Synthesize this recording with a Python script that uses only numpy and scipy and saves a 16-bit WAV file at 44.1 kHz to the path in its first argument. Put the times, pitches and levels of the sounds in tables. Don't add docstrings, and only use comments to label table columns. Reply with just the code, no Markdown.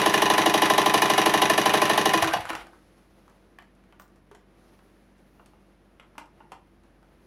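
import sys
import numpy as np
from scipy import signal
from scipy.fft import rfft, irfft, next_fast_len
from scipy.io import wavfile

SR = 44100
rng = np.random.default_rng(int(sys.argv[2]) if len(sys.argv) > 2 else 0)


def undo_db(level):
    steps = np.asarray(level, float) / 20
    return 10 ** steps


def wav_out(sig):
    wavfile.write(sys.argv[1], SR, np.round(np.clip(np.atleast_2d(sig).T, -1, 1) * 32767).astype(np.int16))


N = 320166
RUN_IN = 8820
TIME = (np.arange(N + RUN_IN) - RUN_IN) / SR

FIRST_STITCH_S, TURNS_PER_S, GAIN_PER_S2 = .0603, 12.486, .0372
PEDAL_UP_S, COAST_S, TURN_COUNT = 2.145, .385, 30

# frequency in Hz, level in dB per Hz.
ROOM_COLOUR = [(42, -40.5), (72, 0), (142, -7.5), (191, -1), (309, -5), (338, 0), (370, -5), (820, -18.5),
               (1820, -25), (6200, -41.5), (8000, -49.5), (10500, -38.5), (12500, -49.5), (16500, -56)]


def rms_one(x):
    return x / np.sqrt(np.mean(x ** 2) + 1e-20)


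def at_hz(points, hz):
    table_hz, values = np.array(points)[:, 0], np.array(points)[:, 1]
    return np.interp(np.log(hz + 1), np.log(table_hz), values)


def coloured(spectrum):
    size = next_fast_len(len(TIME))
    hz = np.fft.rfftfreq(size, 1 / SR)
    white = rfft(rng.standard_normal(size))
    return rms_one(irfft(white * undo_db(at_hz(spectrum, hz)), size)[:len(TIME)])


def band(x, low_hz, high_hz):
    return signal.sosfilt(signal.butter(2, [low_hz, high_hz], "band", fs=SR, output="sos"), x)


def drift(rate):
    count = int(TIME[-1] * rate) + 4
    return np.interp(TIME, np.linspace(TIME[0], TIME[-1], count), rng.standard_normal(count))


def train(s, sizes):
    clicks = np.full(len(TIME), 1e-18)
    places = np.round(np.ravel(s) * SR).astype(int) + RUN_IN
    np.add.at(clicks, np.clip(places, 0, len(TIME) - 1), np.ravel(sizes))
    return clicks


def ring(clicks, hz, t60):
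    r, w = undo_db(-60 / (t60 * SR)), 2 * np.pi * hz / SR
    return signal.lfilter([0, np.sin(w)], [1, -2 * r * np.cos(w), r * r], clicks)


def fade(clicks, t60):
    return signal.lfilter([1], [1, -undo_db(-60 / (t60 * SR))], clicks)


def speed_db(s):
    return -20 / np.log(10) * np.clip(s - PEDAL_UP_S, 0, None) / COAST_S


def halted_db(s, halt_s=2.61, db_per_s=118.5):
    return -db_per_s * np.clip(s - halt_s, 0, None)


def turns():
    # time in seconds, peak level in dB.
    load = [
        (0, -6.5),
        (1.2, -6.5),
        (2.1, -7.5),
    ]
    powered = np.minimum(TIME, PEDAL_UP_S) - FIRST_STITCH_S
    angle = TURNS_PER_S * powered + GAIN_PER_S2 * powered ** 2 / 2
    top_speed = TURNS_PER_S + GAIN_PER_S2 * (PEDAL_UP_S - FIRST_STITCH_S)
    angle = angle + top_speed * COAST_S * (1 - undo_db(speed_db(TIME)))
    s = np.interp(np.arange(-3, TURN_COUNT), angle, TIME)
    s[0] = 2 * s[1] - s[2]
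    turn = np.diff(s)
    force_power = 1.3
    db = np.interp(s, *np.transpose(load)) + force_power * speed_db(s)
    return s, db, np.r_[turn, turn[-1]]


def room_tone():
    tone = undo_db(-56) * coloured(ROOM_COLOUR)
    low = signal.sosfilt(signal.butter(2, 900, fs=SR, output="sos"), tone)
    return undo_db(-5.5) * low + undo_db(-3.0) * band(tone, 630, 16000)


def cloth_rustle():
    # time in seconds, level of the moving cloth in dB.
    movement = [
        (2.8, -74),
        (3.4, -78),
        (3.6, -82.5),
        (4.45, -85),
        (4.65, -75),
        (5.15, -80),
        (5.45, -78.5),
        (5.8, -82.5),
        (7.1, -82.5),
        (7.26, -76.5),
    ]
    cloth_db = np.interp(TIME, *np.transpose(movement))
    grain = undo_db(1.5 * drift(40))
    rustle = undo_db(cloth_db + 2.5) * rms_one(band(coloured(ROOM_COLOUR), 4000, 15000))
    airy_level = undo_db(cloth_db - 9.0 + 3.0 * drift(5))
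    rustle += airy_level * rms_one(band(rng.standard_normal(len(TIME)), 11500, 15500))
    body_db = -63.5 + 0.3 * (cloth_db - cloth_db.mean())
    rustle += undo_db(body_db) * rms_one(band(coloured(ROOM_COLOUR), 500, 3500))
    return grain * rustle


def distant_hum():
    # frequency in Hz, level in dB rms.
    hum_lines = [(48.4, -64.5), (146, -73), (193.8, -68), (243, -73), (301.5, -74), (339.1, -73)]
    hum = 0
    for hz, db in hum_lines:
        waver_db = 2.5 * min(hz / 200, 1) * drift(3.5)
        hum = hum + undo_db(db + 3 + waver_db) * np.sin(2 * np.pi * hz * TIME)
    return hum


def knocks(white):
    # time in seconds, peak level in dB, hardness in dB, brightness in dB.
    rattles = [
        (2.226, -13, -7, -14),
        (2.245, -13.5, -14, -18),
        (2.31, -20.5, -19, -34),
        (2.337, -15, -3, -28),
        (2.454, -26.5, -12, -18),
        (2.503, -19, -8.5, -24.5),
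        (2.532, -22.5, -14, -22),
        (2.552, -25, -5, -13),
        (2.669, -41, -15, -17),
        (2.732, -40.5, -24, -45),
    ]
    # time in seconds, peak level in dB, hardness in dB, brightness in dB.
    handling = [(3.28, -49, -8.5, -21), (3.298, -49.5, -12, -18), (3.588, -41.5, -0.5, -26),
                (3.624, -46, -14, -19.5), (3.751, -67.5, -13, -1), (3.839, -55, -9.5, -15.5),
                (3.925, -42, -9.5, -32), (3.998, -37.5, -11.5, -14.5), (4.02, -53, -17, -3),
                (4.079, -67, -14, 0.5), (4.159, -62.5, -9.5, -1.5), (4.314, -44.5, -4.5, -16),
                (4.349, -45.5, -2, -10.5), (5.181, -62.5, -19, -7), (4.791, -46, -7, -27.5),
                (5.396, -45, -18.5, -34), (5.46, -48, -4, -9), (5.534, -59, -22, -25),
                (5.998, -42, 1.5, -18.5), (6.027, -47.5, -15, -24), (6.153, -45.5, -17, -29),
                (6.181, -31.5, -4, -12), (6.257, -61, -13, -2.5), (6.404, -46, -24, -38.5),
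                (6.519, -33.5, -4.5, -14.5), (6.836, -56.5, -4.5, -11), (7.029, -52, -17, -29)]
    out = np.zeros(len(TIME))
    ranges_hz = ((550, 1600), (1700, 3500), (3700, 7800), (8200, 12500))
    middle, upper, treble, top = (rms_one(band(band(white, *hz), *hz)) for hz in ranges_hz)
    t = np.arange(SR // 5) / SR
    dying, crack = undo_db(-60 * t / .055), undo_db(3 - 60 * t / .005)
    touch = band(1. * (t == 0), 1200, 4600)
    for s, db, hard_db, bright_db in [*rattles, *handling]:
        start = RUN_IN + round(s * SR)
        span = slice(start, start + len(t))
        burst = (undo_db(-8.0) * middle[span] + undo_db(hard_db - 10.0) * upper[span]) * (dying + crack / 2)
        burst = burst + undo_db(4 + hard_db) * touch
        bright = undo_db(-8.5) * treble[span] + undo_db(-12.0) * top[span]
        burst = burst + undo_db(bright_db) * bright * (dying + crack)
        out[span] += undo_db(db) * burst
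    return out


def thread_swish(white):
    hiss = rms_one(band(white, 12500, 16500))
    return undo_db(-60) * hiss * fade(train(3.996, 1.0), t60=.2)


def board_blows():
    # time in seconds, peak level in dB.
    bumps = [
        (5.395, -41.5),
        (5.535, -48.5),
        (6.18, -29),
        (6.405, -39.5),
        (6.52, -30),
    ]
    # frequency in Hz, level in dB, t60 in seconds.
    board = [(206.3, -32, 0.073), (301, -15, 0.2), (600, -17, 0.04), (760, -6, .022), (900, 0, 0.024),
             (1100, -7, 0.025), (1400, -10, 0.03), (2800, -11, .018)]
    out = 0
    s, db = np.transpose(bumps)
    s = s[:, None] + rng.uniform(.7, 1.3, (len(s), 4)) * [0, .004, .011, .017]
    rebound_db = -4.5 * np.arange(4)
    for hz, level_db, t60 in board:
        sizes = undo_db(db[:, None] + level_db - 4.0 + rebound_db + 1.5 * rng.standard_normal(s.shape))
        clicks = train(s, sizes * rng.choice([-1, 1], s.shape))
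        out = out + band(ring(clicks, hz, t60), hz / 2, hz * 2)
    return out


def clinks():
    # time in seconds, frequency in Hz, level in dB, t60 in seconds.
    loose_parts = [(3.586, 1770, -38, 0.018), (3.588, 3000, -55, 0.06), (4.314, 410, -44, 0.09),
                   (2.322, 1560, -26, 0.1), (2.338, 4500, -34, .04), (2.228, 100, -31, .14),
                   (2.36, 190, -33, .1), (2.342, 720, -21, .09), (2.505, 330, -30, .07),
                   (2.64, 345, -52, .3), (2.34, 560, -27, .05), (2.5, 10700, -44, .03)]
    out = 0
    for s, hz, db, t60 in loose_parts:
        out = out + band(ring(train(s, undo_db(db)), hz, t60), hz / 2, hz * 2)
    return out


def shake():
    # multiple of the turn rate, level in dB rms.
    shaft_lines = [(6, -55.5), (7, -62), (8, -53), (9, -51), (10, -59.5), (11, -52), (12, -42), (13, -48.5),
                   (14, -47), (15, -44.5), (16, -48.5), (17, -38), (18, -45.5), (19, -44.5), (20, -61.5),
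                   (21, -61), (22, -60.5), (23, -60)]
    s, db, turn = turns()
    angle = np.interp(TIME, np.r_[s, s[-1] + 2 * turn[-1]], np.arange(len(s) + 1))
    lines = 0
    for k, level_db in shaft_lines:
        cycles = round(k) * (angle - .42) + 0.088 * rng.standard_normal()
        lines = lines + undo_db(level_db + 2.0) * np.cos(2 * np.pi * cycles)
    speed_power = 2.5
    return undo_db(-1.8 + speed_power * speed_db(TIME) + halted_db(TIME)) * lines


def whirr():
    # frequency in Hz, level in dB per Hz.
    motor_colour = [(65, -49), (110, -12.5), (275, -18), (564, -5.5), (1020, -5.5), (1310, -5.5),
                    (1830, -6), (2110, -6.5), (2960, -9.5), (5780, -25), (7600, -30), (10800, -23.5),
                    (15200, -41), (16500, -47)]
    s, db, turn = turns()
    teeth = coloured(motor_colour)[:7000] * np.hanning(7000)
    repeated = signal.fftconvolve(train(s, np.ones(len(s))), teeth)[:len(TIME)]
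    fresh = undo_db(-3.0 + 4 * drift(60)) * coloured(motor_colour)
    start_db, sag_db_per_s, speed_power = -29.5, 0.36, 1.62
    level_db = start_db - sag_db_per_s * TIME + speed_power * speed_db(TIME) + halted_db(TIME)
    return undo_db(level_db) * (undo_db(-10.0) * band(repeated, 1200, 15000) + undo_db(-10.5) * repeated + fresh)


def struck_part(modes, contact_db, bass_hz, soft_hz, loose_db, when, force):
    part, count = 0, force.shape[1]
    for hz, level_db, t60 in modes:
        coupling = rng.choice([-1, 1], count) * undo_db(contact_db + 1.5 * rng.standard_normal(count))
        sizes = force * coupling * undo_db(level_db + loose_db * rng.standard_normal(force.shape))
        part = part + ring(train(when, sizes), hz, t60)
    return band(band(part, bass_hz, soft_hz), bass_hz, 11000)


def metal_ticks(at, ticks, pattern):
    t = np.arange(4000) / SR
    dull = band(pattern, 350, 4500)
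    bright = pattern - dull
    dying = undo_db(-60 * t / .02) + undo_db(-9.0 - 60 * t / .12)
    quick = undo_db(-5.0 - 60 * t / .012) + undo_db(-13.0 - 60 * t / .12)
    out = 0
    for k in range(at.shape[1]):
        tick = dull[4000 * k:][:4000] * dying + bright[4000 * k:][:4000] * quick
        out = out + signal.fftconvolve(train(at[:, k], ticks[:, k]), tick)[:len(TIME)]
    return out


def thread_snaps(s, turn, force, pattern):
    # share of the turn, level in dB.
    snaps = [
        (-.08, -19),
        (-.022, -9),
        (-.004, 0),
        (.012, -3),
        (.445, -11),
        (.462, -7),
    ]
    slope = np.diff(pattern)
    thin = rms_one(band(slope, 4500, 16000) + 1.5 * band(slope, 9800, 11800))
    t = np.arange(2000) / SR
    out = 0
    for k, (share, db) in enumerate(snaps):
        snap = thin[-4000 * (k + 1):][:2000] * undo_db(-18 + db - 60 * t / 0.019)
        out = out + signal.fftconvolve(train(s + turn * share, force[:, k]), snap)[:len(TIME)]
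    return out


def stitching(slack_s, uneven_db):
    # share of the turn, then levels in dB of thud, housing, metal and tick.
    contacts = [(-.03, -30, -14, -20, -12), (0, -14, -3, -7, -2), (.02, -8, -3, -3, -3),
                (.05, -5, -4, -5, -12), (.08, -9, -4, -10, -19), (.115, -9, -9, -13, -16),
                (.16, -5, -18, -13, -20), (.2, -4, -16, -14, -10), (.28, -9, -14, -18, -20),
                (.35, -18, -15, -17, -19), (.455, -18, -13, -7, -8), (.485, -8, -7, -8, -11),
                (.53, -12, -14, -10, -15), (.59, -11, -11, -15, -22), (.7, -13, -15, -18, -28),
                (.78, -17, -16, -21, -28)]
    # frequency in Hz, level in dB, t60 in seconds.
    bed = [(305, -21.5, 0.15), (324, -12, 0.13), (396.3, -24.5, 0.45), (430.8, -17, 0.093),
           (463, -27.5, 0.14)]
    # frequency in Hz, level in dB, t60 in seconds.
    panels = [(506, -22, 0.034), (602, -24.5, 0.11), (659, -16.5, 0.047), (710, -14, .04),
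              (782, -13, 0.043), (858, -16.5, 0.045)]
    # frequency in Hz, level in dB, t60 in seconds.
    housing = [(996, -11, 0.06), (1046, -8.5, 0.05), (1125, -15, 0.045)]
    # frequency in Hz, level in dB, t60 in seconds.
    metal = [(1418, -20, 0.07), (1775, -13, 0.045), (1880, -11, 0.03), (1990, -14, .035), (2470, -10, .045),
             (2890, -12.5, 0.055), (3473, -14, 0.029), (3820, -10.5, 0.024), (4840, -16.5, 0.024),
             (5880, -13, 0.017), (6510, -18.5, 0.017)]
    # frequency in Hz, level in dB per Hz.
    tick_colour = [(710, -31), (1200, -10.5), (1530, -6), (1820, 6), (2120, -17), (2980, 0), (3400, -7.5),
                   (5330, -9), (5820, -5), (7660, -20.5), (10800, -10.5), (15300, -29), (16500, -42.5)]
    s, db, turn = turns()
    share, thud_db, housing_db, metal_db, tick_db = np.transpose(contacts)
    shape = (len(s), len(share))
    due, play = s[:, None] + turn[:, None] * share, slack_s * rng.standard_normal(shape)
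    at = due + play
    loose_at = due + 4 * play
    next_db = np.r_[db[1:], db[-1] - 25.0]
    slowness = np.clip(turn / turn[0] - 1, 0, 1)[:, None] ** 2
    slowing = slowness * np.sqrt(np.clip(share, 0, 1)) * (next_db - db)[:, None] * 4.0
    force = undo_db(db[:, None] + slowing + uneven_db * rng.standard_normal(shape))
    bed_db = thud_db + 1.5 * speed_db(s)[:, None]
    out = struck_part(bed, bed_db, 285, 700, 1.8, at, force)
    out = out + struck_part(panels, housing_db + 1.0, 180, 1800, 2.2, loose_at, force)
    out = out + struck_part(housing, housing_db, 180, 1800, 1.5, at, force)
    out = out + struck_part(metal, metal_db - 4.5, 180, 9000, 1.2, at, force)
    ticks = force * undo_db(tick_db - 11.0)
    pattern = coloured(tick_colour)
    out = out + metal_ticks(at, ticks, pattern) + thread_snaps(s, turn, force, pattern)
    fresh_rattle = coloured(tick_colour) * fade(train(at, ticks), t60=0.07)
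    return out + undo_db(-11) * fresh_rattle


def room(x):
    # frequency in Hz, t60 in seconds.
    decay = [(150, .42), (500, .4), (2000, .32), (6000, .24), (14000, .14)]
    t, tail = np.arange(SR // 2) / SR, 0
    white = rng.standard_normal((2, len(t)))
    for k, low in enumerate(70 * 2. ** np.arange(8)):
        tail = tail + band(white[k % 2], low, 2 * low) * undo_db(-60 * t / at_hz(decay, 1.4 * low))
    near_walls = 1 + .4 * np.clip((.07 - t) / .02, 0, 1)
    tail = tail * np.clip((t - .003) / .008, 0, 1) * near_walls
    return signal.fftconvolve(x, tail / np.sqrt(np.sum(tail ** 2)))[:len(x)]


def scene():
    machine = stitching(slack_s=.00005, uneven_db=1.4)
    white = rng.standard_normal(len(TIME))
    hands = knocks(white) + thread_swish(white) + board_blows() + clinks()
    wet = room(undo_db(-14.0) * machine + undo_db(-7.5) * hands)
    running = shake() + whirr()
    background = room_tone() + cloth_rustle() + distant_hum()
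    return (machine + hands + wet + running + background)[None, RUN_IN:]


def band_limit(x):
    return signal.sosfilt(signal.butter(12, 16810, fs=SR, output="sos"), x)


def record(dry):
    rounded = .7 * np.tanh(dry / .7)
    cut = signal.sosfilt(signal.cheby2(10, 50, 17100, fs=SR, output="sos"), rounded)
    return band_limit(cut)


dry = scene()
out = record(dry)
wav_out(out)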